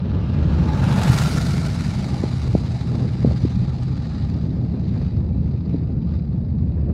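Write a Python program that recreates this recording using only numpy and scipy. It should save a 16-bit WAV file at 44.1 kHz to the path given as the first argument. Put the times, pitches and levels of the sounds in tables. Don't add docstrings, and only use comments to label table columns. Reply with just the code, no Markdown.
import sys
import numpy as np
from scipy import signal
from scipy.fft import rfft, irfft, next_fast_len
from scipy.io import wavfile
from scipy.ndimage import uniform_filter1d, minimum_filter1d

SR = 44100
rng = np.random.default_rng(int(sys.argv[2]) if len(sys.argv) > 2 else 0)


def digitize_waveform(pressure):
    field = np.atleast_2d(pressure).T
    bounded = np.clip(field, -1, 1)
    quanta = np.round(bounded * 32767).astype(np.int16)
    wavfile.write(sys.argv[1], SR, quanta)


N = 305613
TIME = np.arange(N) / SR

# time in seconds, relative level in dB.
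ROCKET_RIDE = [(0.0, -26.5), (0.5, -21), (0.7, -22), (0.9, -18.5), (2.1, -25.5), (2.4, -28.6), (3.0, -24.5),
               (3.5, -27), (3.6, -21.5), (3.8, -30), (3.9, -26.5), (4.2, -27.5), (4.5, -22), (4.7, -24.5),
               (4.8, -24), (6.9, -25)]
# frequency in Hz, relative level in dB.
ROCKET_EQ = [(50, -37.5), (90, -5.5), (112, 0), (150, 1.5), (180, -0.5), (205, -4.5), (240, -7.5),
             (280, -16), (340, -23.5), (450, -38.5)]

# frequency in Hz, relative level in dB.
FRONT_EQ = [(300, -7), (550, 2.5), (900, -5), (1150, -7), (1650, -11.5), (2100, -14.5), (2700, -12),
            (3300, -18), (4300, -18.5), (5500, -24.5), (8000, -37), (15000, -55)]
SIDE_EQ = [(250, -15), (450, -12.5), (750, -4.5), (1100, -7), (1550, -2.5), (1850, -7.5), (2400, -7),
           (3200, -13.5), (4000, -9), (6500, -14.5), (10000, -21.5), (15500, -34.5)]
REAR_EQ = [(300, -13.5), (600, -3.5), (900, -1.5), (1400, -9.5), (1800, -8), (2500, -9), (3200, -15.5),
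           (3900, -9), (4900, -10.5), (5400, -16.5), (7000, -19.5), (9500, -26.5), (12000, -36.5),
           (15500, -57)]
# centre and width in Hz, front, side and rear gain in dB.
TREAD_RESONANCES = [(668, 63, -6.5, 11, 8), (1200, 64, 8, -4.5, 8.5), (1650, 77, 7.5, -6, 0.5),
                    (2260, 150, -0.5, 2, -0.5), (2450, 73, 2, -4.5, 1), (3870, 430, 3, 2, 2.5),
                    (4750, 200, -1, 4.5, 3.5)]
# pitch coming, pitch going and width, all in Hz.
HOWL_BANDS = [(862, 822, 58), (1384, 1360, 72), (2760, 2550, 400)]
HOWL_STEADY_DB = [6.5, 4.5, -0.5]
# centre and half length in seconds, low, middle and high gain in dB.
FLARES = [(.72, 0.088, 10.5, -1, -5), (1.03, .14, 6.5, -1, 0), (1.45, 0.29, -4, 7, -2.5),
          (2.2, 0.12, 9, -9, -2), (3.9, 1, 5, 1.5, -1.5), (5.4, .5, 2.5, 0, 4.5), (6.8, .12, -9, -5, 9)]
# centre and half length in seconds, lift in dB.
HISS_SWELLS = [(3.45, 0.17, 3), (4.2, 0.27, 3.5), (4.99, 0.19, 8), (5.5, 0.073, 4.5), (5.73, .09, 5.5),
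               (6.13, .07, 7.5)]
# start in seconds, relative peak in dB.
STONE_SNAPS = [(0.892, -34), (1.034, -22), (1.1857, -17), (1.233, -26), (1.381, -38), (1.6624, -28),
               (1.8786, -37), (3.112, -52), (3.832, -40), (5.0868, -61)]
# time in seconds, pitch in Hz, relative level in dB.
ENGINE_NOTE = [(0, 135.8, -38.5), (1, 136.2, -23), (1.5, 132, -26.5), (2.1, 131, -29.5), (2.35, 125.9, -23),
               (2.8, 122.7, -27), (3.3, 124.1, -18.5), (3.55, 126.2, -31), (3.85, 125.8, -20),
               (4.4, 124, -51.5)]

# centre and half length in seconds, boom and eddy level in dB.
WIND_GUSTS = [(.17, .08, -21.5, -32.5), (.5, 0.12, -17, -32), (.72, 0.14, -22.5, -31.5),
              (1.3, 0.32, -26, -32.5), (2.15, 0.088, -34, -35), (2.52, 0.088, -20.5, -36),
              (3.0, .08, -45, -30), (3.29, .06, -23, -31.5), (3.55, .2, -27, -56),
              (4.3, 0.12, -24.5, -42.5), (4.7, 0.33, -32, -38), (5.25, 0.27, -22, -39),
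              (5.85, 0.16, -27, -38.5), (6.17, .08, -22, -47.5), (6.66, 0.21, -22.5, -50),
              (6.86, .09, -22, -34)]
# frequency in Hz, relative level in dB.
BOOM_EQ = [(15, -48.5), (24, -36), (33, -25.5), (44, -9.5), (54, -12), (63, -3.5), (78, -0.5), (98, -7.5),
           (115, -14), (160, -31.5)]
EDDY_EQ = [(120, -32.5), (220, -0.5), (300, 0), (400, -5.5), (550, -11), (800, -22.5), (1200, -32.5),
           (2000, -37.5), (4000, -58.5)]
# time in seconds, level in dB, spike half width in seconds, swing in Hz.
WIND_THUMPS = [(0.158, -29, 0.00077, 240), (1.099, -3.5, 0.0019, 135), (2.2387, -8.5, 0.00071, 170),
               (2.552, -3, 0.00064, 149), (3.2486, -2, 0.00069, 160), (3.2747, -10, 0.0013, 120),
               (3.3128, -10.5, 0.00063, 110), (3.438, -7, 0.0017, 110), (3.451, -6, 0.0011, 269),
               (5.745, -12.5, 0.00073, 227), (5.752, -12, 0.0013, 240)]

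# rate in Hz, relative strength in dB.
ROLL_RATES = [(1, -12.5), (3, 6), (5, -11.5)]
SPUTTER_RATES = [(2, -16.5), (12, 0.5), (110, -2.5)]
WAVER_RATES = [(1, 4), (9, -3.5)]
LUMP_RATES = [(5, 8.0), (70, -9)]

PASS_S, MISS_S = 1.139, 0.19


def rocket_rumble(trim_db=1.5, roll_db=0.96):
    roar = steadied(coloured(rng.standard_normal(N), ROCKET_EQ), size=4000)
    ride_db, = follow(ROCKET_RIDE, TIME)
    return roar * gain_of(ride_db + trim_db + roll_db * wobble(ROLL_RATES))


def tyres(patch_db=1.51, dull_from_hz=4800):
    hz, t, spectrum = signal.stft(grit(), SR, nperseg=1024, noverlap=768)
    eq_db = tread_tone(hz, t) + howls(hz, t)
    loud_db, treble_db = drive_by(t)
    body_db = band_db(eq_db, hz, 1200, 6000)
    top_db = band_db(eq_db, hz, 7000, 12000) - body_db
    absorbed = np.clip(np.log2((hz + 1) / dull_from_hz) / 0.78, 0, 1.5)
    eq_db += np.outer(absorbed, treble_db - top_db) + loud_db - body_db
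    eq_db += far_fading(hz, t)
    patches = uniform_filter1d(rng.standard_normal(spectrum.shape), size=8, axis=0)
    eq_db += patch_db * unit_rms(uniform_filter1d(patches, size=7, axis=1))
    return signal.istft(spectrum * gain_of(eq_db), SR, nperseg=1024, noverlap=768)[1][:N]


def grit(grains_per_s=700, spread_db=3.5, grain_db=-4, flutter_hz=20.58, rise_hz_per_s=0.38):
    hits = rng.random(N) < grains_per_s / SR
    snaps = hits * gain_of(spread_db * np.minimum(rng.exponential(1, N), 3.2))
    snaps *= rng.choice([-1, 1], N)
    hiss = rng.standard_normal(N) + gain_of(grain_db) * unit_rms(snaps)
    rate_hz = flutter_hz + rise_hz_per_s * (TIME - PASS_S)
    flutter_db = 1.18 * np.cos(2 * np.pi * np.cumsum(rate_hz) / SR)
    sputter_db = np.linspace(1, 2.02, N) * wobble(SPUTTER_RATES)
    return unit_rms(hiss * gain_of(flutter_db + sputter_db))


def tread_tone(hz, t):
    side = facing(t)
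    front, rear = np.clip(-side, 0, 1), np.clip(side, 0, 1)
    blend = np.array([front, 1 - front - rear, rear])
    eq_db = np.transpose([eq_at(view, hz) for view in (FRONT_EQ, SIDE_EQ, REAR_EQ)]) @ blend
    for centre, width, *gains_db in TREAD_RESONANCES:
        eq_db += np.outer(bell(hz - centre, width), np.array(gains_db) @ blend)
    return eq_db


def howls(hz, t):
    gone = (1 + np.tanh(4 * facing(t))) / 2
    shapes, *flares_db = humps(FLARES, t)
    eq_db = 0
    for (coming, going, width), steady_db, flare_db in zip(HOWL_BANDS, HOWL_STEADY_DB, flares_db):
        pitch_hz = coming + gone * (going - coming)
        eq_db += (steady_db + shapes @ flare_db) * bell(hz[:, None] - pitch_hz, width)
    return eq_db


def facing(t, lag_s=0.22, coming_s=0.48, going_s=1.22):
    since = t - PASS_S - lag_s
    return np.tanh(since / np.where(since < 0, coming_s, going_s))


def drive_by(t, level_db=-30, rear_db=2.5, treble_db=-11.5, coming_db_per_s=22.5, going_db_per_s=3.5):
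    since = t - PASS_S
    distance = np.hypot(1, since / MISS_S)
    loud_db = level_db - 20 * np.log10(distance) + rear_db * facing(t)
    return loud_db, treble_db - abs(since) * np.where(since < 0, coming_db_per_s, going_db_per_s)


def far_fading(hz, t, sink_at_s=4.58, sink_s=0.36, sink_db=6.5, above_hz=1000):
    sunk = (1 + np.tanh((t - sink_at_s) / sink_s)) / 2
    shapes, lift_db = humps(HISS_SWELLS, t)
    high_shelf = 1 - 1 / (1 + (hz / above_hz) ** 5)
    return np.outer(high_shelf, shapes @ lift_db - sink_db * sunk)


def stones(trim_db=-1, decay_s=0.0056, low_hz=1400, near_hz=9000, far_hz=5000):
    out, t = np.zeros(N), np.arange(SR // 20) / SR
    for start, db in STONE_SNAPS:
        high_hz = np.interp(start, [0, TIME[-1]], [near_hz, far_hz])
        band = signal.butter(3, [low_hz, high_hz], "band", fs=SR, output="sos")
        crack = signal.sosfilt(band, rng.standard_normal(len(t)) * np.exp(-t / decay_s))
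        add(out, start, gain_of(db + trim_db) * crack / abs(crack).max())
    return out


def engine_drone(trim_db=-1, waver=0.013, fading_db=0.5):
    hz, db = follow(ENGINE_NOTE, TIME)
    cycles = np.cumsum(hz * (1 + waver * wobble(WAVER_RATES))) / SR
    tone = np.sqrt(2) * np.sin(2 * np.pi * cycles)
    return tone * gain_of(db + trim_db + fading_db * wobble(WAVER_RATES))


def wind(breeze_boom_db=-28, breeze_eddy_db=-40.5, lump_db=3.0):
    boom = steadied(coloured(rng.standard_normal(N), BOOM_EQ), size=3500)
    lumps = gain_of(lump_db * wobble(LUMP_RATES))
    eddies = steadied(coloured(rng.standard_normal(N) * lumps, EDDY_EQ), size=5000)
    shapes, boom_db, eddy_db = humps(WIND_GUSTS, TIME)
    push = np.sqrt(gain_of(breeze_boom_db) ** 2 + shapes @ gain_of(boom_db) ** 2)
    swirl = np.sqrt(gain_of(breeze_eddy_db) ** 2 + shapes @ gain_of(eddy_db) ** 2)
    return push * boom + swirl * eddies


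def wind_thumps(ring_q=2.04, wake_db=-18, wake_s=0.0064, whirl_cycles=0.337):
    out, t = np.zeros(N), np.arange(-SR // 50, SR // 15) / SR
    for at_s, db, width_s, swing_hz in WIND_THUMPS:
        omega = 2 * np.pi * swing_hz
        swing = signal.bilinear([1, 0, 0], [1, omega / ring_q, omega * omega], SR)
        thump = signal.lfilter(*swing, np.exp(-(t / width_s) ** 2))
        wake_hz = whirl_cycles / width_s
        wake_band = signal.butter(4, [wake_hz / 3, wake_hz], "band", fs=SR, output="sos")
        whirls = unit_rms(signal.sosfilt(wake_band, rng.standard_normal(len(t))))
        wake = gain_of(wake_db) * whirls * np.exp(-(t / wake_s) ** 2)
        add(out, at_s + t[0], gain_of(db) * (thump / abs(thump).max() + wake))
    return out


def gain_of(db):
    return 10 ** (np.asarray(db) / 20)


def unit_rms(x):
    return x / np.sqrt(np.mean(x ** 2) + 1e-20)


def eq_at(points, hz):
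    point_hz, db = np.transpose(points)
    return np.interp(np.log(hz + 1), np.log(point_hz + 1), db)


def bell(offset_hz, width_hz):
    return 1 / (1 + (2 * offset_hz / width_hz) ** 2)


def follow(rows, t):
    times, *columns = np.transpose(rows)
    return [np.interp(t, times, column) for column in columns]


def humps(rows, t):
    centre, half_length, *columns = np.transpose(rows)
    return np.exp(-((t[:, None] - centre) / half_length) ** 2), *columns


def coloured(x, points):
    size = next_fast_len(N)
    hz = np.fft.rfftfreq(size, 1 / SR)
    roll_off = 1 / (1 + (hz / points[-1][0]) ** 8)
    return irfft(rfft(x, size) * gain_of(eq_at(points, hz)) * roll_off, size)[:N]


def wobble(rates):
    return unit_rms(coloured(rng.standard_normal(N), rates))


def steadied(x, size):
    power = uniform_filter1d(uniform_filter1d(x ** 2, size), size)
    return x / np.sqrt(abs(power) + 1e-20)


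def band_db(eq_db, hz, low_hz, high_hz):
    in_band = (hz > low_hz) & (hz < high_hz)
    return 10 * np.log10((gain_of(eq_db[in_band]) ** 2).sum(0) / len(hz))


def add(mix, at_s, sound):
    part = mix[max(round(at_s * SR), 0):][:len(sound)]
    part += sound[:len(part)]


def scene():
    return (rocket_rumble() + wind() + wind_thumps() + engine_drone() + tyres() + stones())[None]


def record(dry, bass_cut_hz=39.8, hiss_db=-82.5, ceiling=0.95, top_cut_hz=15720):
    bass_cut = signal.butter(2, bass_cut_hz, "high", fs=SR, output="sos")
    noisy = signal.sosfiltfilt(bass_cut, dry) + gain_of(hiss_db) * rng.standard_normal(dry.shape)
    allowed = np.minimum(1, ceiling / (abs(noisy) + 1e-9))
    held = minimum_filter1d(allowed, size=600)
    gain = uniform_filter1d(uniform_filter1d(held, size=300), size=300)
    top_cut = signal.firwin(1023, top_cut_hz, window=("kaiser", 9), fs=SR)
    return signal.oaconvolve(noisy * gain, top_cut[None], "same")


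dry = scene()
out = record(dry)
digitize_waveform(out)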